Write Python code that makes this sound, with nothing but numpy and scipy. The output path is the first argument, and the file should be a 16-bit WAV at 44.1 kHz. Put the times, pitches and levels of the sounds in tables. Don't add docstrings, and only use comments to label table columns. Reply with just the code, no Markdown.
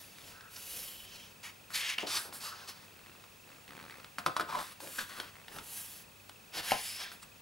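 import sys
import numpy as np
from scipy import signal
from scipy.fft import rfft, irfft, next_fast_len
from scipy.io import wavfile
from scipy.ndimage import uniform_filter1d, map_coordinates

SR = 44100
rng = np.random.default_rng(int(sys.argv[2]) if len(sys.argv) > 2 else 0)


def wrap_up_sound(samples):
    columns = np.atleast_2d(samples).T
    tamed = np.clip(columns, -1, 1)
    steps = np.round(tamed * 32767).astype(np.int16)
    wavfile.write(sys.argv[1], SR, steps)


N = 326937

# pitch_hz, level_db
PALM_STROKES = [(-0.04, 0.034, 0.14, -64.5, -56.5, -54), (0.1, 0.2, .08, -62.5, -54.5, -58.5),
                (0.485, .285, .28, -60, -49, -44.5), (1.03, .12, .17, -62.5, -54, -60.5),
                (5.47, 0.098, .04, -52.5, -53, -53), (5.595, 0.17, 0.26, -60.5, -51, -43.5)]
PALM_TONE = [(150, -12), (300, -11.5), (600, -10.5), (1200, -10), (2000, -7.5), (3000, -4.5), (4200, -6),
             (6000, -4.5), (8500, -5), (10500, 1.5), (12000, 2), (13500, -6), (15400, -7)]
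CORNER_STROKES = [(1.423, 0.028, 0.047, -53, -46, -52), (1.695, 0.027, 0.016, -54.5, -58, -55),
                  (1.732, 0.024, 0.055, -49, -34.5, -38.5), (1.8, 0.092, 0.049, -49, -35.5, -47),
                  (1.985, .02, 0.038, -50.5, -41.5, -55)]
CORNER_TONE = [(40, -75), (120, -47), (300, -18), (600, -13), (1050, -2.5), (1500, -4), (2200, -0.5),
               (3100, -1.5), (4000, -7), (5000, -7.5), (6500, -12), (9000, -23.5), (11300, -19.5),
               (15400, -44)]
SLIDE_STROKES = [(2.062, 0.11, 0.015, -45.5, -35, -41), (2.18, 0.016, 0.09, -52, -51, -45),
                 (2.323, 0.016, 0.063, -53.5, -54.5, -45), (2.4, 0.047, 0.067, -53, -43.5, -46),
                 (2.52, 0.032, 0.3, -56.5, -55.5, -65), (2.67, 0.019, 0.022, -56.5, -48, -52)]
SLIDE_TONE = [(120, -27), (300, -16.5), (600, -16), (1100, -7.5), (1600, -7.5), (2200, -6), (3300, -3.5),
              (5000, 0), (6500, -6.5), (8500, -7.5), (11700, -4.5), (13000, -14), (15400, -20)]
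LIFT_STROKES = [(4.47, 0.092, 0.05, -40, -48, -57), (4.58, 0.054, 0.093, -59, -51.5, -53.5)]
LIFT_TONE = [(70, -28), (150, -14), (400, -16), (700, -10), (1040, -0.5), (1300, -5.5), (2000, -21),
             (3700, -22.5), (5000, -22.5), (6500, -29.5), (8500, -25), (12000, -25), (15400, -37)]
SWING_STROKES = [(4.798, 0.18, 0.12, -61.5, -52, -47.5), (4.979, .01, 0.033, -43, -44.5, -61),
                 (5.09, .09, .12, -51, -51.5, -55.5)]
SWING_TONE = [(80, -21), (150, -18), (500, -13.5), (750, -17), (1100, -4.5), (1420, -2), (2200, -9),
              (3500, -8.5), (4500, -8), (5600, -11), (8500, -16), (11300, -14.5), (15400, -24.5)]
PICK_STROKES = [(6.52, 0.066, 0.025, -44.5, -40, -46), (6.615, .1, 0.078, -47.5, -40.5, -42.5),
                (6.77, .09, 0.18, -58, -46, -44.5), (6.96, 0.074, 0.076, -57.5, -47.5, -62),
                (7.105, 0.014, 0.034, -54.5, -54.5, -52)]
PICK_TONE = [(120, -22), (300, -17.5), (700, -10.5), (1300, -8.5), (2200, -1), (3100, 1.5), (4000, -0.5),
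             (4600, 0), (5200, 1), (6200, -5), (8500, -11), (11000, -6), (12500, -11.5), (15400, -23)]

# start_s, level_db, pitch_hz, decay_s, crack_db, thump_db
POPS = [(1.985, -14, 2830, 0.0081, -24.5, -39), (4.1843, -18, 1330, 0.0071, -12, -8.5),
        (4.263, -10, 1250, 0.0064, -14.5, -19), (4.3657, -14, 1130, 0.012, -14.5, -16),
        (4.3974, -16, 1270, 0.01, -16, -18), (4.4086, -21, 1410, 0.0099, -11, -25),
        (4.5511, -22.5, 1020, 0.035, -24, -24), (5.586, -30.5, 1370, 0.011, -6.5, -12),
        (6.719, -11, 758, 0.02, -17, -10.5)]
# pitch_hz, level_db, decay_s
BOOK_RINGS = [(282, -12.5, 0.053), (627, -23, 0.11), (705, -21, 0.12), (770, -25, .11), (1040, -20, 0.11),
              (1280, -16.5, 0.068), (1444, -22, 0.1)]
# start_s, level_db, pitch_hz
TICKS = [(0.1848, -40.5, 2000), (0.408, -37, 1440), (1.704, -37, 1420), (2.326, -31, 1030),
         (3.239, -41, 1210), (3.679, -39, 2010), (3.908, -38.5, 2010), (4, -39.5, 1290), (4.045, -35, 1310),
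         (4.8037, -33, 1000), (4.873, -38, 1540), (5.173, -40, 1170), (5.186, -45, 4640), (5.2, -22, 1500),
         (5.482, -35, 1870), (5.5629, -37, 1250), (6.295, -34, 820), (7.117, -34.5, 1430),
         (7.229, -40.5, 1180)]
# middle_s, level_db, half_length_s, pitch_hz
FLICKS = [(0.566, -44, 0.0043, 5760), (1.16, -53, 0.011, 4500), (1.756, -37.5, 0.014, 4330),
          (1.983, -29, 0.00096, 2080), (2.074, -38.5, .004, 4300), (2.172, -34.5, 0.0069, 4630),
          (4.99, -33.5, 0.0043, 1530), (6.295, -50.5, 0.0028, 8500), (6.586, -37, 0.0045, 4530),
          (6.711, -26.5, 0.0025, 2180), (6.72, -21, 0.0009, 2930), (7.231, -49, 0.0068, 8200)]
# start_s, level_db, rise_s, decay_s
FLAPS = [(0.72, -58, .02, 0.19), (2.027, -34, 0.0033, 0.14), (2.239, -48.5, 0.016, 0.4),
         (4.265, -33, 0.0021, 0.14), (4.396, -37.5, 0.0054, 0.18), (4.81, -46.5, 0.019, 0.36),
         (5.17, -51.5, 0.011, 0.49), (5.55, -50.5, 0.018, 0.14), (6.555, -47.5, 0.01, .2),
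         (6.722, -49, 0.0033, 0.082)]
# start_s, rise_s, fall_s, level_db
CREAKS = [(2.8, .3, 0.17, -66), (3.47, .03, 0.085, -60.5), (3.67, .2, 0.21, -57), (5.32, 0.097, .08, -63)]
# start_s, rise_s, fall_s, first_hz, last_hz, level_db
POCKET_HOOTS = [(0.3, 0.089, 0.24, 1453, 1456, -57), (2.155, .01, .105, 1658, 1403, -45.5),
                (2.41, 0.042, 0.18, 1070, 1527, -47), (4.49, 0.093, .05, 1190, 963, -44),
                (6.73, .01, 0.091, 723, 800, -54), (6.98, 0.086, 0.042, 1230, 1935, -50)]
# start_s, rise_s, fall_s, first_hz, last_hz, level_db
SKIN_HISSES = [(0.72, .28, .28, 3023, 3094, -57), (2.43, .02, 0.12, 4860, 4920, -55),
               (6.85, 0.132, 0.071, 4990, 5130, -48)]

# pitch_hz, level_db
CRACK_TONE = [(300, -4), (1300, 0.5), (2200, 1), (4800, 1.5), (6500, -9), (11500, -8), (15500, -27)]
FLAP_TONE = [(60, -24), (150, -6), (260, -2.5), (450, 0.5), (750, -2), (1050, -6), (1500, -25),
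             (3000, -41.5), (9000, -63)]
CREAK_TONE = [(60, -22), (150, -1.5), (380, -1.5), (650, -3.5), (1100, 0.5), (2100, -0.5), (3000, -7),
              (4300, -8.5), (6000, -17.5), (11000, -20), (15000, -32)]
ECHO_TONE = [(100, 8), (300, 3.5), (1200, -2.5), (3000, -4.5), (6000, -9), (13000, 4.5)]
AIR_TONE = [(12, -49), (20, -11), (98, -3), (122, -3.5), (196, -1.5), (297, -8), (361, -7.5), (532, -6),
            (647, -9.5), (703, -8.5), (2200, -12), (2390, -9.5), (2990, -12.5), (10700, -17.5),
            (15400, -21.5)]
# pitch_hz, decay_s
ECHO_DECAY = [(150, 0.2), (700, 0.21), (2000, 0.32), (5000, 0.34), (12000, 0.096)]
# pitch_hz, level_db
STEADY_TONES = [(97, -69), (15625, -63.5)]
# pitch_hz, side_gain_db
STEREO_WIDTH = [(30, -13), (120, -21), (300, -9), (1200, -5.5), (3000, -7), (6000, -13), (10000, -16.5),
                (14000, -53)]
# pitch_hz, gain_db
LEFT_GAIN = [(30, -0.5), (150, 1.5), (350, 2), (1200, 1), (2800, 0.5), (12000, -0.5)]
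# pitch_hz, phase_rad
LEFT_LEAD = [(40, 0.069), (260, 0.37), (1100, 0.8), (2500, 0.57), (4500, 0.46), (8000, 0.36), (12000, 0)]

RELEASE_S = 0.077
SHEET_GROWTH, HISS_GROWTH = 0.89, 1.38
THUMP_HZ, THUMP_DECAY_S = 255, 0.022
TOP_HZ = 15870


def rub(strokes, tone, slips_per_s, slip_db, attack_s, swell_db, fade_db):
    def below(hz, edge_hz):
        return 1 / (1 + (hz / edge_hz) ** 8)

    def three_bands(hz):
        return np.array([below(hz, 1800), below(hz, 7000) - below(hz, 1800), 1 - below(hz, 7000)])

    friction = rng.standard_normal(N) + amp(slip_db) * slips(slips_per_s, spread_db=3)
    friction = shifting_rings(friction, depth_db=1.5)
    bands = filtered(friction, lambda hz: amp(along(tone, hz)) * three_bands(hz))
    out = np.zeros(N)
    for band, growth in enumerate([SHEET_GROWTH, 1, HISS_GROWTH]):
        loudness = sum(
            amp(levels_db[band]) * stroke(s, rise, fall, attack_s, growth * swell_db, growth * fade_db)
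            for s, rise, fall, *levels_db in strokes)
        out += unit(bands[band]) * loudness
    return out * amp(0.92 * wobble(70))


def slips(per_s, spread_db):
    clicks = (rng.random(N) < per_s / SR) * rng.choice([-1, 1], N)
    sizes = amp(spread_db * np.clip(rng.standard_normal(N), -2, 2))
    return unit(clicks * sizes)


def shifting_rings(x, depth_db):
    spectrum = signal.stft(x, nperseg=512)[2]
    patches = uniform_filter1d(rng.standard_normal(spectrum.shape), size=7, axis=0)
    patches = uniform_filter1d(patches, size=24, axis=1)
    return signal.istft(spectrum * amp(depth_db * unit(patches)), nperseg=512)[1][:N]


def pops():
    out, t = np.zeros(N), np.arange(SR // 5) / SR
    onset = 1 - np.exp(-t / 0.00025)
    for s, db, pitch_hz, decay_s, crack_db, thump_db in POPS:
        strain = noise(CRACK_TONE, len(t)) * decay(t[::-1], 0.016)
        add(out, s - t[-1], amp(db - 28) * strain)
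        ring = np.sin(2 * np.pi * pitch_hz * t) * decay(t, decay_s)
        crack = noise(CRACK_TONE, len(t)) * (decay(t, 0.0018) + 0.21 * decay(t, 0.065))
        thump = np.sin(2 * np.pi * THUMP_HZ * t) * decay(t, THUMP_DECAY_S)
        snap = ring + amp(crack_db + 7.5) * crack + amp(thump_db - 7.5) * thump
        add(out, s, amp(db) * (snap + book_ring(t, pitch_hz)) * onset)
    return filtered(out, lambda hz: (1j * hz / (130 + 1j * hz)) ** 2)


def book_ring(t, snap_hz):
    out = np.zeros(len(t))
    for hz, db, decay_s in BOOK_RINGS:
        strength = amp(db - 3 + rng.normal(0, 4.1)) * abs(resonance(hz, snap_hz, q=1.34))
        out += strength * decay(t, decay_s) * np.sin(2 * np.pi * (hz * t + rng.random()))
    return out


def ticks():
    out, t = np.zeros(N), np.arange(SR // 15) / SR
    onset = 1 - np.exp(-t / 0.0003)
    for s, db, pitch_hz in TICKS:
        ring = np.sin(2 * np.pi * pitch_hz * t) * decay(t, 0.0097)
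        click = noise(CRACK_TONE, len(t)) * (decay(t, 0.011) + 0.22 * decay(t, 0.077))
        click = filtered(click, lambda hz: 1 / (1 + 1j * hz / (4 * pitch_hz)))
        add(out, s, amp(db) * (0.85 * ring + 0.56 * click) * onset)
    return filtered(out, lambda hz: 1j * hz / (300 + 1j * hz))


def flicks():
    out, t = np.zeros(N), np.arange(-SR // 10, SR // 10) / SR
    for s, db, half_length_s, pitch_hz in FLICKS:
        scrape = filtered(noise(CRACK_TONE, len(t)), lambda hz: 0.2 + resonance(hz, pitch_hz, q=6.6))
        swell = np.exp(-0.5 * (t / half_length_s) ** 2)
        add(out, s + t[0], amp(db - 1.5) * unit(scrape) * swell)
    return out


def flaps():
    out, t = np.zeros(N), np.arange(SR // 2) / SR
    for s, db, rise_s, decay_s in FLAPS:
        swell = (1 - np.exp(-(t / rise_s) ** 2)) * decay(t, decay_s)
        add(out, s, amp(db - 4.5) * swell / swell.max() * noise(FLAP_TONE, len(t)))
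    return out


def creak(slips_per_s, unevenness, decay_s):
    out, t = np.zeros(N), np.arange(SR // 40) / SR
    gaps, sizes = rng.standard_normal((400, 2)).T
    grip = sum(amp(db) * stroke(s, rise, fall, attack_s=0.008, swell_db=3, fade_db=6.5)
               for s, rise, fall, db in CREAKS)
    start_s, end_s = CREAKS[0][0], sum(CREAKS[-1][:3])
    times = start_s + np.cumsum(np.exp(unevenness * gaps)) / slips_per_s
    for s, size in zip(times, sizes):
        if s < end_s:
            add(out, s, amp(2 * size) * decay(t, decay_s) * rng.standard_normal(len(t)))
    hiss = 0.057 * rng.standard_normal(N)
    return grip * unit(with_tone(out + hiss, CREAK_TONE))


def gliding_scuff(strokes, width_hz, scuff_db, attack_s, swell_db, fade_db):
    slow_noise = unit(filtered(rng.standard_normal((2, N)), lambda hz: 1 / (1 + 1j * hz / width_hz) ** 2))
    out = np.zeros(N)
    for s, rise, fall, first_hz, last_hz, db in strokes:
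        gain = amp(db) * stroke(s, rise, fall, attack_s, swell_db, fade_db)
        on = np.flatnonzero(gain)
        pitch_hz = np.interp(on / SR, [s, s + rise + fall], [first_hz, last_hz])
        phase = 2 * np.pi * np.cumsum(pitch_hz) / SR
        out[on] += gain[on] * (slow_noise[0, on] * np.sin(phase) + slow_noise[1, on] * np.cos(phase))
    return out * unit(amp(scuff_db * wobble(45)))


def room_echoes(x):
    out = np.zeros((2, N))
    block = SR // 3
    for start in range(0, N, block):
        hz, t, spectrum = signal.stft(rng.standard_normal((2, block)), SR, nperseg=256)
        tails = signal.istft(spectrum * decay(t, along(ECHO_DECAY, hz)[:, None]), SR, nperseg=256)[1]
        tails = with_tone(tails / np.linalg.norm(tails[0]), ECHO_TONE)
        for track, tail in zip(out, tails):
            add(track, start / SR + 0.002, signal.fftconvolve(x[start:start + block], tail))
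    return out


def lens_motor(chirps_per_s, pitch_hz, half_length_s, level_db):
    out, t = np.zeros(N), np.arange(-SR // 50, SR // 50) / SR
    times = np.arange(1, N / SR * chirps_per_s) / chirps_per_s + 0.002
    swell = np.exp(-0.5 * (t / half_length_s) ** 2)
    for s, (size, detune) in zip(times, rng.standard_normal((len(times), 2))):
        phase = 2 * np.pi * pitch_hz * (1 + 0.02 * detune) * (t - 5 * t ** 2)
        add(out, s + t[0], amp(1.2 * size) * np.sin(phase) * swell)
    return out * amp(level_db)


def background():
    t = np.arange(N) / SR
    tones = sum(amp(db) * np.sin(2 * np.pi * hz * t) for hz, db in STEADY_TONES)
    mid_air = amp(-58.5) * noise(AIR_TONE, N)
    side_air = amp(-56.5) * noise(AIR_TONE, N)
    return np.array([mid_air + tones, side_air])


def stroke(start_s, rise_s, fall_s, attack_s, swell_db, fade_db):
    length_s = rise_s + fall_s + RELEASE_S
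    on = np.arange(max(int(start_s * SR), 0), min(int((start_s + length_s) * SR), N))
    t = on / SR - start_s
    effort_db = np.interp(t, [0, rise_s, rise_s + fall_s, length_s],
                          [-swell_db, 0, -fade_db, -fade_db - 67])
    gain = np.zeros(N)
    gain[on] = amp(effort_db) * np.clip(t / attack_s, 0, 1)
    return gain


def amp(db):
    return 10 ** (np.asarray(db) / 20)


def decay(t, decay_s):
    return amp(-60 * t / decay_s)


def unit(x):
    return x / np.sqrt(np.mean(x ** 2) + 1e-20)


def along(table, hz):
    pitches, values = np.transpose(table)
    return np.interp(np.log(hz + 1), np.log(pitches + 1), values)


def wobble(per_s):
    return map_coordinates(rng.standard_normal(int(N * per_s / SR) + 4), [np.arange(N) * per_s / SR])


def filtered(x, response):
    length = x.shape[-1]
    padded = next_fast_len(length + 4096)
    return irfft(rfft(x, padded) * response(np.fft.rfftfreq(padded, 1 / SR)), padded)[..., :length]


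def resonance(hz, centre_hz, q):
    damping = 1j * hz * centre_hz / q
    return damping / (centre_hz ** 2 - hz ** 2 + damping)


def with_tone(x, tone):
    return filtered(x, lambda hz: amp(along(tone, hz)))


def noise(tone, size):
    return unit(with_tone(rng.standard_normal(size), tone))


def add(track, start_s, sound):
    start = max(round(start_s * SR), 0)
    track[start:start + len(sound)] += sound[:N - start]


def microphone_pair(hz):
    shares = [0.5, -0.5]
    gain = amp(np.outer(shares, along(LEFT_GAIN, hz)))
    return gain * np.exp(1j * np.outer(shares, along(LEFT_LEAD, hz)))


def scene():
    swing = rub(SWING_STROKES, SWING_TONE, slips_per_s=770, slip_db=-3.5,
                attack_s=0.0054, swell_db=4.5, fade_db=10.5)
    palm = rub(PALM_STROKES, PALM_TONE, slips_per_s=3600, slip_db=-5.5,
               attack_s=0.054, swell_db=10, fade_db=10.5)
    corner = rub(CORNER_STROKES, CORNER_TONE, slips_per_s=2000, slip_db=-4,
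                 attack_s=0.01, swell_db=7, fade_db=7)
    slide = rub(SLIDE_STROKES, SLIDE_TONE, slips_per_s=3300, slip_db=-1,
                attack_s=0.008, swell_db=9, fade_db=8.5)
    pick = rub(PICK_STROKES, PICK_TONE, slips_per_s=3300, slip_db=-3,
               attack_s=0.032, swell_db=6.5, fade_db=7)
    lift = rub(LIFT_STROKES, LIFT_TONE, slips_per_s=700, slip_db=-1.5,
               attack_s=0.028, swell_db=3.5, fade_db=5)
    hoots = gliding_scuff(POCKET_HOOTS, width_hz=194, scuff_db=3, attack_s=0.012, swell_db=7, fade_db=12)
    skin = gliding_scuff(SKIN_HISSES, width_hz=312, scuff_db=1.5, attack_s=0.02, swell_db=4, fade_db=6)
    touches = pops() + ticks() + flicks() + flaps()
    creaking = creak(slips_per_s=68, unevenness=0.25, decay_s=0.012)
    paper = palm + corner + slide + lift + swing + pick + hoots + skin + touches + creaking
    mid, side = amp(-6) * room_echoes(paper) + background()
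    mid = mid + paper + lens_motor(chirps_per_s=25, pitch_hz=2590, half_length_s=0.003, level_db=-56)
    side = side + 0.23 * swing
    side = amp(1) * with_tone(side, STEREO_WIDTH)
    return filtered(np.array([mid + side, mid - side]), microphone_pair)


def record(dry):
    return filtered(dry, lambda hz: hz < TOP_HZ)


dry = scene()
out = record(dry)
wrap_up_sound(out)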